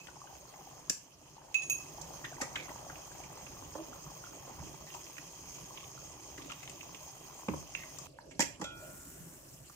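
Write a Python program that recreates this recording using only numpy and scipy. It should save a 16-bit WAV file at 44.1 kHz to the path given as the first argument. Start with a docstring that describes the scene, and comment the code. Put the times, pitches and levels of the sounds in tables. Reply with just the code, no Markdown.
"""Rice simmering on a gas ring

Rice simmers in broth in an open metal pot in a tiled kitchen: banded noise for roar, broth and hissing
jets, ringing grains for bubbles and droplets, short rising tones. A steel spoon clinks in decaying modes;
a wooden spoon knocks and stirs through pot resonances. Hiss, spatter and small bubbles end at once; a
quieter passage follows, in which a lid is lifted off, ringing, and noise bands of steam escape.
Two ports hear it, left one first.
"""
import sys
import numpy as np
from scipy import signal
from scipy.fft import rfft, irfft, next_fast_len
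from scipy.io import wavfile

SR = 44100
rng = np.random.default_rng(int(sys.argv[2]) if len(sys.argv) > 2 else 0)


def persist_wave(psi):
    """Save psi, clipped to +-1, as 16-bit WAV."""
    counts = np.round(np.clip(psi, -1, 1) * 32767).astype(np.int16)
    wavfile.write(sys.argv[1], SR, np.atleast_2d(counts).T)


N = 429975

# Noise spectra, relative density: f/Hz, level/dB
# low roar under the simmer
ROAR_SPECTRUM = [(15, -46), (25, -17), (60, 1.5), (102, -5), (141, 4), (237, -13), (289, -2.5), (367, -3),
                 (436, -31), (600, -1), (780, -51), (1320, -120)]
# broth
BROTH_SPECTRUM = [(240, -22), (400, -36), (436, -9), (609, -8.5), (744, -6.5), (1050, 4.5), (1220, -35),
                  (1350, -16.5), (1450, -22), (1760, -10.5), (1950, -25), (2200, -32), (2860, -53),
                  (4840, -120)]
# gas jets
HISS_SPECTRUM = [(760, -22), (1300, -16), (1760, -26), (3140, -5), (3760, -19), (5720, -3), (6480, -2.5),
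                 (7830, -21), (8700, -12.5), (9070, -23), (13000, -9), (14900, -13), (15500, -20),
                 (16000, -48)]
# steam
STEAM_SPECTRUM = [(880, -20), (1500, -6), (2410, -13.5), (3000, -14.5), (5770, -17.5), (6310, 38),
                  (7390, -3.5), (10800, -9.5), (14800, -6), (16000, -13)]
# quiet kitchen air
AIR_SPECTRUM = [(410, -15), (700, 1), (1870, -11), (2330, -3.5), (3370, 7), (3640, -31), (4730, 6.5),
                (16000, -19.5)]
# Small bubbles, grain pitches: f/Hz, level/dB
BUBBLE_SPECTRUM = [(450, -10.5), (800, 2.5), (1050, 3.5), (1400, -9), (2800, 0)]
# Droplets on hot metal, grain pitches: f/Hz, level/dB
SNAP_SPECTRUM = [(2300, 0), (3800, -10), (6500, 9), (9500, 0)]
# Left-right likeness of the noise: f/Hz, likeness/0-1
LIKENESS = [(60, .92), (170, .93), (340, .8), (520, .15), (1030, .45), (1600, .2), (5500, .2), (6500, .5),
            (7600, .1), (15000, .15)]
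# Port colour: f/Hz, left over right/dB
PORT_TILT = [(60, -3), (92, -2.5), (140, -1), (210, -3.5), (330, -2), (500, -4), (770, 3.5), (1170, 0),
             (1790, -1.5), (2740, -6.5), (4190, -2), (6410, -3), (9810, 7.5), (15000, -2)]

# Vigour of the simmer, as its low roar: t/s, level/dB
HEAT_CURVE = [(0, -59.5), (1.6, -57.5), (2.05, -54), (2.95, -53.5), (3.4, -54.5), (5.0, -56.5),
              (7.4, -57.5), (8.05, -57), (8.75, -53.5), (9.0, -55.5), (9.75, -59.5)]
# Jets of the open flame: t/s, level/dB
JET_CURVE = [(0, -58), (1.6, -59.5), (1.74, -53.5), (3.0, -53), (7.3, -53.5), (8.06, -52)]

# Burner resonances: f/Hz, width/Hz, level/dB
WHISTLES = [(1990, 61, 8.5), (2486, 184, 7), (3214, 85, 5.5), (5590, 370, 0.5), (5890, 20, 7.5),
            (6444, 217, 14), (7085, 136, 5), (8475, 51, 16), (11400, 94, -27), (14750, 720, 5)]
# Full pot: f/Hz, width/Hz, level/dB
THUD_MODES = [(150, 60, -2), (300, 80, 0), (400, 90, -3), (560, 120, 2), (650, 120, 0), (870, 160, -2)]
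# Wood and wall: f/Hz, width/Hz, level/dB
KNOCK_MODES = [(1100, 320, -28), (1590, 860, 9), (2040, 500, 16.5), (2575, 530, 12.5), (3740, 1000, 13.5)]
# Rim: f/Hz, width/Hz, level/dB
TICK_MODES = [(5400, 1740, 11), (5460, 340, -1), (7010, 240, 10.5), (7320, 850, 13.5), (8450, 600, 2.5),
              (11240, 1400, -6), (14100, 3300, -8.5)]
# Steel spoon modes: f/Hz, level/dB, t60/s, pan/dB
SPOON_MODES = [(2564, -1, .36, -2), (2585, -3, .03, -3), (2603, -3, .33, -5), (2655, -12, .05, -2),
               (2950, -16, .05, -2), (3400, -17, .05, 0), (3750, -16, .05, 0), (5071, -21, .07, 0),
               (6072, -19, .2, -3), (6557, -13, .18, -5), (6590, -9, .22, 0), (6625, -13, .18, -3),
               (7354, -21, .1, -4), (7897, -24, .1, -4), (8990, -17, .12, 2), (9130, -21, .12, 0),
               (10770, -17, .1, -2), (13145, -22, .07, -2), (14222, -16, .06, -6)]
# Lid modes: f/Hz, level on rim/dB, level free/dB, t60 free/s
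LID_MODES = [(950, 2, -20, .1), (1357, -16, 0, 1.5), (1433, -16, 1.5, 1.3), (1660, 1, -20, .1),
             (1850, 2, -20, .1), (2166, 2, -18, .12), (2404, 0, -4, .95), (2568, -12, -7, .5),
             (3160, -12, -10, .3), (3268, 2, 1, .3), (3332, -3, 5, .27), (3650, -14, -12, .3),
             (4097, -14, -16, .25), (4613, -8, -8, .15), (5421, -6, -8, .13), (5885, 0, -9, .12),
             (6638, -2, -12, .15), (6724, -10, -11, .15), (6955, -4, -14, .15), (7111, -12, -9, .12),
             (7311, 4, -4, .1), (7558, -12, -5, .12)]

# Steel spoon touches: t/s, level/dB, upper modes/dB, top modes/dB
CLINKS = [(0.0, -47, -10, -10), (1.543, -21, -4.5, -2), (1.6208, -39, 10, -18), (1.632, -40.5, 11, -16),
          (1.698, -26.5, 10, 5.5)]
# Blows on the pot: t/s, thud/dB, knock/dB, tick/dB, thud centre f/Hz, knock centre f/Hz, t60/s, pan/dB
BLOWS = [(0.07, -58, -46, -51, 571, 1900, 0.017, 8), (0.071, -61, -40.5, -55, 571, 3000, 0.014, 11),
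         (0.083, -49, -46, -60, 800, 1480, 0.03, 11), (0.353, -65, -48, -52, 600, 2400, .015, 7),
         (0.538, -65, -50, -58, 600, 1900, 0.018, 8), (0.897, -36.5, -34.5, -13.5, 312, 1650, 0.026, 2),
         (0.898, -58, -34, -38, 500, 2570, .03, 5), (2.014, -52, -53, -33.5, 568, 1120, .035, -3),
         (2.242, -63, -34, -46, 606, 1820, 0.07, 3), (2.246, -70, -36.5, -60, 606, 3300, 0.056, -3),
         (2.413, -33, -29, -25.5, 357, 1900, 0.066, -0.5), (2.417, -44, -35, -52, 800, 1230, 0.083, -2),
         (2.556, -58, -27, -35.5, 353, 2070, 0.034, 2), (2.558, -60, -28.5, -56, 353, 3170, 0.027, -1),
         (2.563, -47, -32, -55, 800, 1520, 0.033, 0), (2.691, -43, -40, -55, 700, 1970, 0.03, 2),
         (2.897, -43, -37.5, -56, 563, 1430, 0.03, 5), (2.956, -57, -43, -58, 361, 2420, 0.019, -4),
         (3.236, -65, -44, -44, 600, 2450, 0.033, 0), (3.466, -65, -43, -55, 600, 2550, 0.03, -4),
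         (3.752, -33, -41, -55, 606, 1100, 0.026, -5), (4.903, -65, -41, -50, 700, 2700, 0.014, 2),
         (4.94, -65, -41, -41, 700, 2720, 0.023, 1), (4.945, -60, -38.5, -41, 850, 934, 0.04, 4),
         (5.066, -65, -46, -60, 400, 2600, 0.011, -2), (5.168, -63, -40, -55, 400, 2300, .012, 3),
         (5.181, -66, -39, -40, 363, 1690, 0.024, -4), (5.182, -63, -39.5, -55, 400, 2480, .015, -3),
         (5.773, -65, -38, -60, 299, 2940, 0.037, 2), (5.803, -68, -44, -51, 299, 2830, 0.033, 7),
         (5.84, -68, -43, -58, 299, 3100, 0.03, -2), (6.378, -44.5, -40, -41, 312, 1990, 0.03, 5),
         (6.42, -58, -39, -50, 400, 3100, .015, 3), (6.496, -62, -39, -55, 304, 2720, 0.027, 1),
         (6.5, -62, -40, -55, 304, 1250, 0.061, 8), (6.509, -67, -34, -55, 304, 3100, 0.01, 1),
         (6.519, -65, -35, -50, 304, 2730, 0.017, -3), (6.518, -63, -40, -33.5, 361, 1100, 0.02, 0),
         (6.628, -57, -40.5, -45, 619, 2100, 0.054, 6), (6.676, -65, -35, -49, 400, 3000, 0.018, 4),
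         (6.696, -69, -40, -34.5, 221, 2880, 0.026, 7), (6.808, -65, -39.5, -57, 334, 2610, 0.028, 0),
         (6.946, -54, -39, -44, 350, 2740, 0.023, -5), (7.483, -24, -31.5, -44, 307, 1090, 0.039, -0.5),
         (7.485, -52, -32.5, -55, 306, 2330, 0.02, 8), (7.535, -29.5, -34, -53, 350, 1010, 0.037, 2),
         (7.75, -52, -23.5, -53, 560, 2470, 0.013, -2), (7.835, -67, -38, -60, 560, 2120, 0.016, 6),
         (7.974, -70, -45, -55, 560, 3570, 0.017, 4), (7.986, -69, -48, -33.5, 304, 1140, 0.025, 13),
         (8.186, -69, -42.5, -75, 530, 1610, 0.0089, -10), (8.31, -72, -51, -50, 288, 2200, 0.088, -7),
         (8.394, -24, -27.5, -19.5, 310, 942, 0.016, -2.5),
         (8.402, -31.5, -23.5, -18.5, 800, 1850, 0.071, -4),
         (8.419, -34, -30.5, -25, 280, 2190, 0.042, -8.5), (8.596, -40, -46, -48, 224, 1065, 0.1, -1),
         (8.613, -33.5, -34, -35, 314, 955, 0.065, -1), (8.614, -60, -38, -45, 314, 1910, 0.036, -1),
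         (8.641, -37, -37, -33, 299, 3370, 0.031, 2), (9.697, -56, -46.5, -44, 549, 1200, 0.02, -2)]
# Short rising tones, from bubbles or small knocks: t/s, level/dB, starting f/Hz
POPS = [(0.09, -41, 900), (0.241, -37, 800), (0.309, -45, 754), (0.591, -39.5, 790), (0.613, -41, 750),
        (1.483, -43, 890), (1.513, -39, 845), (1.945, -41, 612), (2.036, -38, 880), (2.99, -40, 622),
        (3.377, -42, 842), (4.774, -44, 1000), (6.397, -36, 1100), (7.075, -38, 888), (0.166, -36, 850),
        (0.216, -31.5, 1100), (0.272, -36, 1500), (0.327, -34, 784), (0.54, -38, 790), (0.671, -36.5, 775),
        (1.38, -36, 890), (1.982, -32, 820), (2.323, -33.5, 686), (2.382, -32, 950), (2.715, -33.5, 930),
        (2.865, -36.5, 675), (2.927, -41, 705), (3.115, -35, 1590), (3.201, -35.5, 750),
        (3.567, -35.5, 1100), (3.93, -33, 1360), (4.239, -30, 1390), (4.268, -34, 1350), (4.966, -36, 930),
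        (2.329, -32, 1500), (2.367, -33, 1900), (2.403, -29, 810), (2.468, -35, 900), (2.755, -37, 1150),
        (5.706, -33, 1030), (5.781, -40, 1040), (5.83, -39, 1080), (5.976, -34, 1340), (8.187, -34, 900)]
# Spoon strokes on the wall: t/s, length/s, grit/dB, squeak/dB, first f/Hz, last f/Hz
STROKES = [(1.614, .04, -53, -70, 3500, 3500), (2.407, 0.067, -53.5, -44.5, 2350, 2240),
           (2.555, 0.12, -58.5, -45.5, 2535, 2014), (4.866, 0.089, -60.5, -58, 1900, 1940),
           (5.747, 0.069, -71, -64, 2600, 2940), (6.371, 0.55, -63, -64, 2300, 2750),
           (7.762, 0.16, -64, -51.5, 2010, 1917), (8.025, 0.076, -67, -78, 2500, 2480)]
# Broth heaving, rice rustling round the spoon, air under the lifted lid: t/s, level/dB, f/Hz, length/s
GULPS = [(3.765, -48, 610, 0.062), (3.764, -46, 332, .08), (4.579, -52, 142, 0.18), (4.58, -54.5, 71, .18),
         (4.609, -52, 310, 0.1), (6.382, -52, 294, 0.12), (7.488, -41, 153, .14), (7.49, -47, 310, .09),
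         (7.489, -52, 78, .14), (4.59, -59.5, 213, .14), (8.077, -66.5, 547, 0.28), (8.603, -50, 306, .07),
         (8.798, -53, 608, 0.15), (9.05, -59, 168, 0.074), (9.17, -54, 156, .14)]
# Lid taps: t/s, level/dB
LID_TAPS = [(8.311, -62), (8.395, -38), (8.405, -38.5), (8.616, -59), (8.644, -49.5)]

QUIET_FROM_S, LID_OFF_S = 8.07, 8.42
BROTH_OPEN_DB, BROTH_QUIET_DB, BROTH_LID_OFF_DB = -4.5, -21, -11.5  # over the roar
AIR_DB = -65
DIP_S, DIP_FALL_S, DIP_BACK_S, DIP_DB = 0.904, 0.09, 1.0, -6.5  # roar, broth, jets drop, then recover
STEAM_S, STEAM_RISE_S, STEAM_HOLD_S = 8.704, 0.14, 0.34
STEAM_DB, STEAM_FADE_DB_PER_S = -54.5, 10.5
BUBBLES_DB, BUBBLES_PER_S, BUBBLE_CYCLES = 2, 320, 16  # dB over the broth's noise; median rate
SNAPS_DB, SNAPS_PER_S, SNAP_CYCLES = -10.5, 110, 48  # dB over the jets; median rate
GRAIN_PAN_DB = 10  # to alternate sides
OPPOSED_HZ = 2603  # this mode starts against its neighbour
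TOUCH_T60_S = 0.0021  # build-up of the spoon's ring
WANDER_DB, WANDER_RATE_HZ = 1.7, 30  # each spoon mode's level wanders slightly at random
CLICK_DB = 12  # first contact, over the noise that follows
SPOT_DB, SPOT_SHARPNESS = 19, 7  # struck spot's resonance; centre over width
BLOW_ECHO_DB, RING_ECHO_DB, WET_ECHO_DB = -6, -3.0, -3.0
POP_ATTACK_S = 0.003
GRIT_PER_S, GRIT_SPREAD_DB, GRIT_TICK_DB = 400, 6.0, -2
SQUEAK_FLUTTER_TOP_HZ = 100
RESTING_T60_S = 0.09  # lid damped by the rim
KITCHEN_T60_S, TILE_BRIGHTNESS = 0.3, 0.22  # brightness 0-1: how far echoes favour the treble
RIGHT_LAG_SAMPLES, CUTOFF_HZ = 6, 16450


def from_db(db):
    """Decibels to gain."""
    return 10 ** (np.asarray(db) / 20)


def rms_one(x):
    """Scale to rms 1."""
    return x / np.sqrt(np.mean(x ** 2) + 1e-20)


def sides(pan_db):
    """Left and right gains, pan_db apart."""
    return from_db(np.array([[pan_db], [-pan_db]]) / 2)


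def in_time(curve):
    """Level curve at every sample."""
    s, level_db = np.transpose(curve)
    return np.interp(np.arange(N) / SR, s, level_db)


def at_hz(points, hz):
    """Curve read on a log frequency axis."""
    point_hz, value = np.transpose(points)
    return np.interp(np.log(hz), np.log(point_hz), value)


def drift(rate_hz):
    """Slow random wander, rms 1, computed every 40 samples."""
    r = np.exp(-80 * np.pi * rate_hz / SR)
    white = rng.standard_normal(N // 40 + 2002)
    slow = signal.lfilter([1], [1, -2 * r, r * r], white)[2000:]
    return np.interp(np.arange(N) / 40, np.arange(len(slow)), rms_one(slow))


def decay_per_sample(t60_s):
    """Gain per sample of a 60 dB decay in t60_s."""
    return from_db(-60 / (t60_s * SR))


def ring(clicks, hz, t60_s):
    """Two-pole ringing: a unit click starts a decaying sine of height 1."""
    r, w = decay_per_sample(t60_s), 2 * np.pi * hz / SR
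    return signal.lfilter([0, np.sin(w)], [1, -2 * r * np.cos(w), r * r], clicks + 1e-18)


def resonate(x, peaks):
    """Parallel resonances of alternating sign."""
    out = 0
    for k, (hz, width_hz, db) in enumerate(peaks):
        r = np.exp(-np.pi * width_hz / SR)
        top = (-1) ** k * from_db(db) * (1 - r * r) / 2
        poles = [1, -2 * r * np.cos(2 * np.pi * hz / SR), r * r]
        out = out + signal.lfilter([top, 0, -top], poles, x + 1e-18)
    return out


def bandpass(low_hz, high_hz):
    """Band-pass sections."""
    return signal.butter(2, [low_hz, high_hz], "band", fs=SR, output="sos")


def band(x, low_hz, high_hz):
    """Band-passed signal."""
    return signal.sosfilt(bandpass(low_hz, high_hz), x + 1e-18)


def banded_noise(spectrum, patchy_db, crackle_db):
    """Third-octave stereo noise bands, each with its own level, flicker and likeness; rms 1."""
    first_hz, last_hz = spectrum[0][0], spectrum[-1][0]
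    edges = np.geomspace(first_hz, last_hz, round(3 * np.log2(last_hz / first_hz)) + 1)
    out, together = 0, drift(2.6)
    crackle = from_db(crackle_db * np.minimum(rng.exponential(1, N), 4.0))  # shared by all bands
    white = rng.standard_normal((2, 3, N)) * crackle
    for k, (low_hz, high_hz) in enumerate(zip(edges, edges[1:])):
        # neighbouring bands use different noise
        shared, *own = signal.sosfilt(bandpass(low_hz, high_hz), white[k % 2])
        hz = np.sqrt(low_hz * high_hz)
        alike = np.clip(at_hz(LIKENESS, hz), 0, 1)
        flicker_db = patchy_db * (0.35 * together + drift(17.6))
        gain = from_db(at_hz(spectrum, hz) + flicker_db)
        out = out + gain * (np.sqrt(alike) * shared + np.sqrt(1 - alike) * np.array(own))
    return rms_one(out)


def grains(spectrum, per_s, cycles, spread_db):
    """Uneven clicks in clumps, each ringing a few cycles at one of 14 pitches on its own side; rms 1."""
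    sizes = from_db(spread_db * np.minimum(rng.exponential(1, N), 4.0)) * rng.choice([-1, 1], N)
    born = rng.random(N) < per_s * from_db(4.0 * drift(4.0)) / SR
    pitches = np.geomspace(spectrum[0][0], spectrum[-1][0], 14)
    dealt = rng.integers(0, 14, N)
    out = 0
    for k, hz in enumerate(pitches):
        rings = ring(sizes * born * (dealt == k), hz, cycles / hz)
        out = out + sides(GRAIN_PAN_DB * (-1) ** k) * from_db(at_hz(spectrum, hz)) * rings
    return rms_one(out)


def roar(roar_db):
    """Low roar: patchy noise bands that follow the vigour of the simmer."""
    return from_db(roar_db) * banded_noise(ROAR_SPECTRUM, patchy_db=3.0, crackle_db=3.0)


def bubbles(broth_db):
    """Small bubbles burst as short rings, up to the quieter passage."""
    rings = grains(BUBBLE_SPECTRUM, BUBBLES_PER_S, BUBBLE_CYCLES, spread_db=2.8)
    before_quiet = np.arange(N) < QUIET_FROM_S * SR
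    return from_db(broth_db + BUBBLES_DB) * before_quiet * band(rings, 275, 2030)


def broth(broth_db):
    """Simmering broth: noise bands plus small bubbles."""
    noise = banded_noise(BROTH_SPECTRUM, patchy_db=1.5, crackle_db=2.5)
    return from_db(broth_db) * noise + bubbles(broth_db)


def flame(hiss_db):
    """Gas jets: bright noise, which also excites burner resonances as faint whistles."""
    jets = banded_noise(HISS_SPECTRUM, patchy_db=2.0, crackle_db=5.0)
    return from_db(hiss_db) * rms_one(jets + from_db(3) * resonate(jets, WHISTLES))


def spatter(hiss_db):
    """Droplets snap on hot metal: short high rings."""
    snaps = grains(SNAP_SPECTRUM, SNAPS_PER_S, SNAP_CYCLES, spread_db=0.5)
    return from_db(hiss_db + SNAPS_DB) * band(snaps, 1600, 12000)


def kitchen_air():
    """Quiet room air: noise bands at a steady level."""
    return from_db(AIR_DB) * banded_noise(AIR_SPECTRUM, patchy_db=4.5, crackle_db=0.5)


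def steel_spoon():
    """Two close modes start opposed and beat; upper modes vary by touch; each touch also rattles grittily."""
    s, level_db, upper_db, top_db = np.transpose(CLINKS)
    at, modes = np.round(s * SR).astype(int), np.zeros((2, N))
    for hz, mode_db, t60_s, pan_db in SPOON_MODES:
        touch_db = level_db - 6 + mode_db + upper_db * (hz > 4000) + top_db * (hz > 10000)
        sign = -1 if hz == OPPOSED_HZ else 1
        clicks = np.zeros(N)
        clicks[at] = sign * from_db(touch_db)
        wander = from_db(WANDER_DB * drift(WANDER_RATE_HZ))
        built_up = ring(clicks, hz, t60_s) - ring(clicks, hz, TOUCH_T60_S)
        modes += sides(pan_db) * wander * built_up
    touches = np.zeros(N)
    touches[at] = from_db(level_db - 12.5)
    envelope = signal.lfilter([1], [1, -decay_per_sample(0.043)], touches)
    rattle = envelope * rng.standard_normal((2, N))
    return band(modes, 1200, 13000) + band(rattle, 1700, 6400)


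def blows():
    """Dying contact noise drives pot, wall and rim resonances; the struck spot colours thud and knock."""
    out, t = np.zeros((2, N + SR)), np.arange(SR // 5) / SR
    bursts = rng.standard_normal((len(BLOWS), 2, len(t)))
    for (s, *part_db, thud_hz, spot_hz, t60_s, pan_db), burst in zip(BLOWS, bursts):
        contact = burst * from_db(-60 * t / max(t60_s, .004)) * np.minimum(t / 0.0032, 1)
        contact[:, 0] += from_db(CLICK_DB)
        same = contact[[0, 0]]  # long waves reach both ports alike
        thud = band(resonate(same, THUD_MODES), thud_hz / 2.08, thud_hz * 1.57)
        near_spot = band(contact, spot_hz / 2.64, spot_hz * 1.42)
        near_spot = band(near_spot, spot_hz / 2, spot_hz * 1.4)
        spot = (spot_hz, spot_hz / SPOT_SHARPNESS, SPOT_DB)
        knock = resonate(near_spot, [spot, *KNOCK_MODES])
        knock = band(knock, spot_hz / 2.6, spot_hz * 1.48)
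        tick = band(resonate(contact, TICK_MODES), 4300, 15400)
        blow = 0
        for peak_db, part in zip(part_db, (thud, knock, tick)):
            blow = blow + from_db(peak_db) * part / np.max(np.abs(part), axis=1, keepdims=True)
        out[:, round(s * SR):][:, :len(t)] += sides(pan_db) * blow
    return out[:, :N]


def pops():
    """Short rising tones, from bubbles or small knocks: decaying sines gliding upward."""
    out, t = np.zeros(N + SR), np.arange(SR // 10) / SR
    for s, level_db, hz in POPS:
        shape = from_db(-60 * t * hz / 20.0) * np.minimum(t / POP_ATTACK_S, 1)
        tone = np.sin(2 * np.pi * hz * t * (1 + 2.0 * t))
        out[round(s * SR):][:len(t)] += from_db(level_db) * shape * tone
    return out[:N]


def scrapes():
    """Uneven grit under a dragged spoon clicks into wall and rim; a narrow noise band glides as a squeak."""
    t = np.arange(N) / SR
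    sizes = from_db(GRIT_SPREAD_DB * np.minimum(rng.exponential(1, N), 3.0))
    clicks = (rng.random(N) < GRIT_PER_S / SR) * sizes
    envelope = signal.lfilter([1], [1, -decay_per_sample(0.016)], clicks)
    grit = envelope * rng.standard_normal((2, N))
    wall, rim = rms_one(resonate(grit, KNOCK_MODES)), rms_one(resonate(grit, TICK_MODES))
    rasp = wall + from_db(GRIT_TICK_DB) * rim
    flutter = rms_one(band(rng.standard_normal(N), 11, SQUEAK_FLUTTER_TOP_HZ))
    out = np.zeros((2, N))
    for s, length_s, grit_db, squeak_db, first_hz, last_hz in STROKES:
        span = slice(round(s * SR), round((s + length_s) * SR))
        u = np.clip((t[span] - s) / length_s, 0, 1)
        glide_hz = first_hz + (last_hz - first_hz) * u
        squeak = flutter[span] * np.sin(2 * np.pi * np.cumsum(glide_hz) / SR)
        stroke = from_db(grit_db) * rasp[:, span] + from_db(squeak_db) * squeak
        out[:, span] += np.sin(np.pi * u ** .5) * stroke
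    return out


def gulps():
    """Narrow-band noise, swelling fast and dying slowly."""
    out = np.zeros(N + SR)
    for s, level_db, hz, length_s in GULPS:
        u = np.linspace(0, 1, round(length_s * SR))
        heave = rms_one(band(rng.standard_normal(SR // 2), hz / 1.1, hz * 1.075))[-len(u):]
        out[round(s * SR):][:len(u)] += from_db(level_db) * heave * np.sin(np.pi * u ** 0.5)
    return out[:N]


def lid():
    """Thin lid: modes damped while on the rim, ringing on once free."""
    s, tap_db = np.transpose(LID_TAPS)
    clicks = np.zeros(N)
    clicks[np.round(s * SR).astype(int)] = from_db(tap_db)
    resting = np.arange(N) < LID_OFF_S * SR
    out = np.zeros(N)
    for hz, rim_db, free_db, t60_s in LID_MODES:
        out += from_db(rim_db) * ring(clicks * resting, hz, RESTING_T60_S)
        out += from_db(free_db) * ring(clicks * ~resting, hz, t60_s)
    return out


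def steam():
    """Steam noise swells shortly after the lid comes free, holds, then thins out."""
    t = np.arange(N) / SR - STEAM_S
    fade_db = STEAM_FADE_DB_PER_S * np.maximum(t - STEAM_RISE_S - STEAM_HOLD_S, 0)
    swell = np.clip(t / STEAM_RISE_S, 0, 1)
    noise = banded_noise(STEAM_SPECTRUM, patchy_db=1.3, crackle_db=5.0)
    return from_db(STEAM_DB - fade_db) * swell * noise


def kitchen(x):
    """Dense tile echoes: decaying noise responses, unrelated at the two ports."""
    t = np.arange(SR // 2) / SR
    echoes = rng.standard_normal((2, len(t))) * from_db(-60 * t / KITCHEN_T60_S) * (t > .006)
    echoes = signal.lfilter([1, -TILE_BRIGHTNESS], [1], echoes)
    echoes = echoes / np.sqrt(np.sum(echoes ** 2, axis=1, keepdims=True))
    return signal.fftconvolve(x, echoes, axes=1)[:, :N]


def scene():
    """Steady layers under the struck ones, whose echoes are added."""
    t = np.arange(N) / SR
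    dip_db = np.interp(t, DIP_S + np.cumsum([0, DIP_FALL_S, DIP_BACK_S]), [0, DIP_DB, 0])
    roar_db, hiss_db = in_time(HEAT_CURVE) + dip_db, in_time(JET_CURVE) + dip_db
    before_quiet = t < QUIET_FROM_S  # hiss and spatter end at once
    quiet_db = np.where(t < LID_OFF_S, BROTH_QUIET_DB, BROTH_LID_OFF_DB)
    broth_db = roar_db + np.where(before_quiet, BROTH_OPEN_DB, quiet_db)
    simmer = roar(roar_db) + broth(broth_db)
    gas = before_quiet * (flame(hiss_db) + spatter(hiss_db))
    air = kitchen_air()
    knocks = blows() + scrapes()
    rings = steel_spoon() + lid()
    wet = pops() + gulps()
    sent = from_db(BLOW_ECHO_DB) * knocks + from_db(RING_ECHO_DB) * rings + from_db(WET_ECHO_DB) * wet
    return simmer + gas + steam() + air + knocks + rings + wet + kitchen(sent)


def record(dry):
    """The ports differ in colour, the right one hears later; the top is cut."""
    size = next_fast_len(N)
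    hz = np.fft.rfftfreq(size, 1 / SR) + 1  # +1 keeps the log finite
    tilt = from_db(at_hz(PORT_TILT, hz) / 2)
    late = np.exp(-2j * np.pi * hz * RIGHT_LAG_SAMPLES / SR)
    heard = irfft(rfft(dry, size) * np.array([tilt, late / tilt]), size)[:, :N]
    return signal.sosfilt(signal.cheby2(14, 70, CUTOFF_HZ, fs=SR, output="sos"), heard)


dry = scene()
out = record(dry)
persist_wave(out)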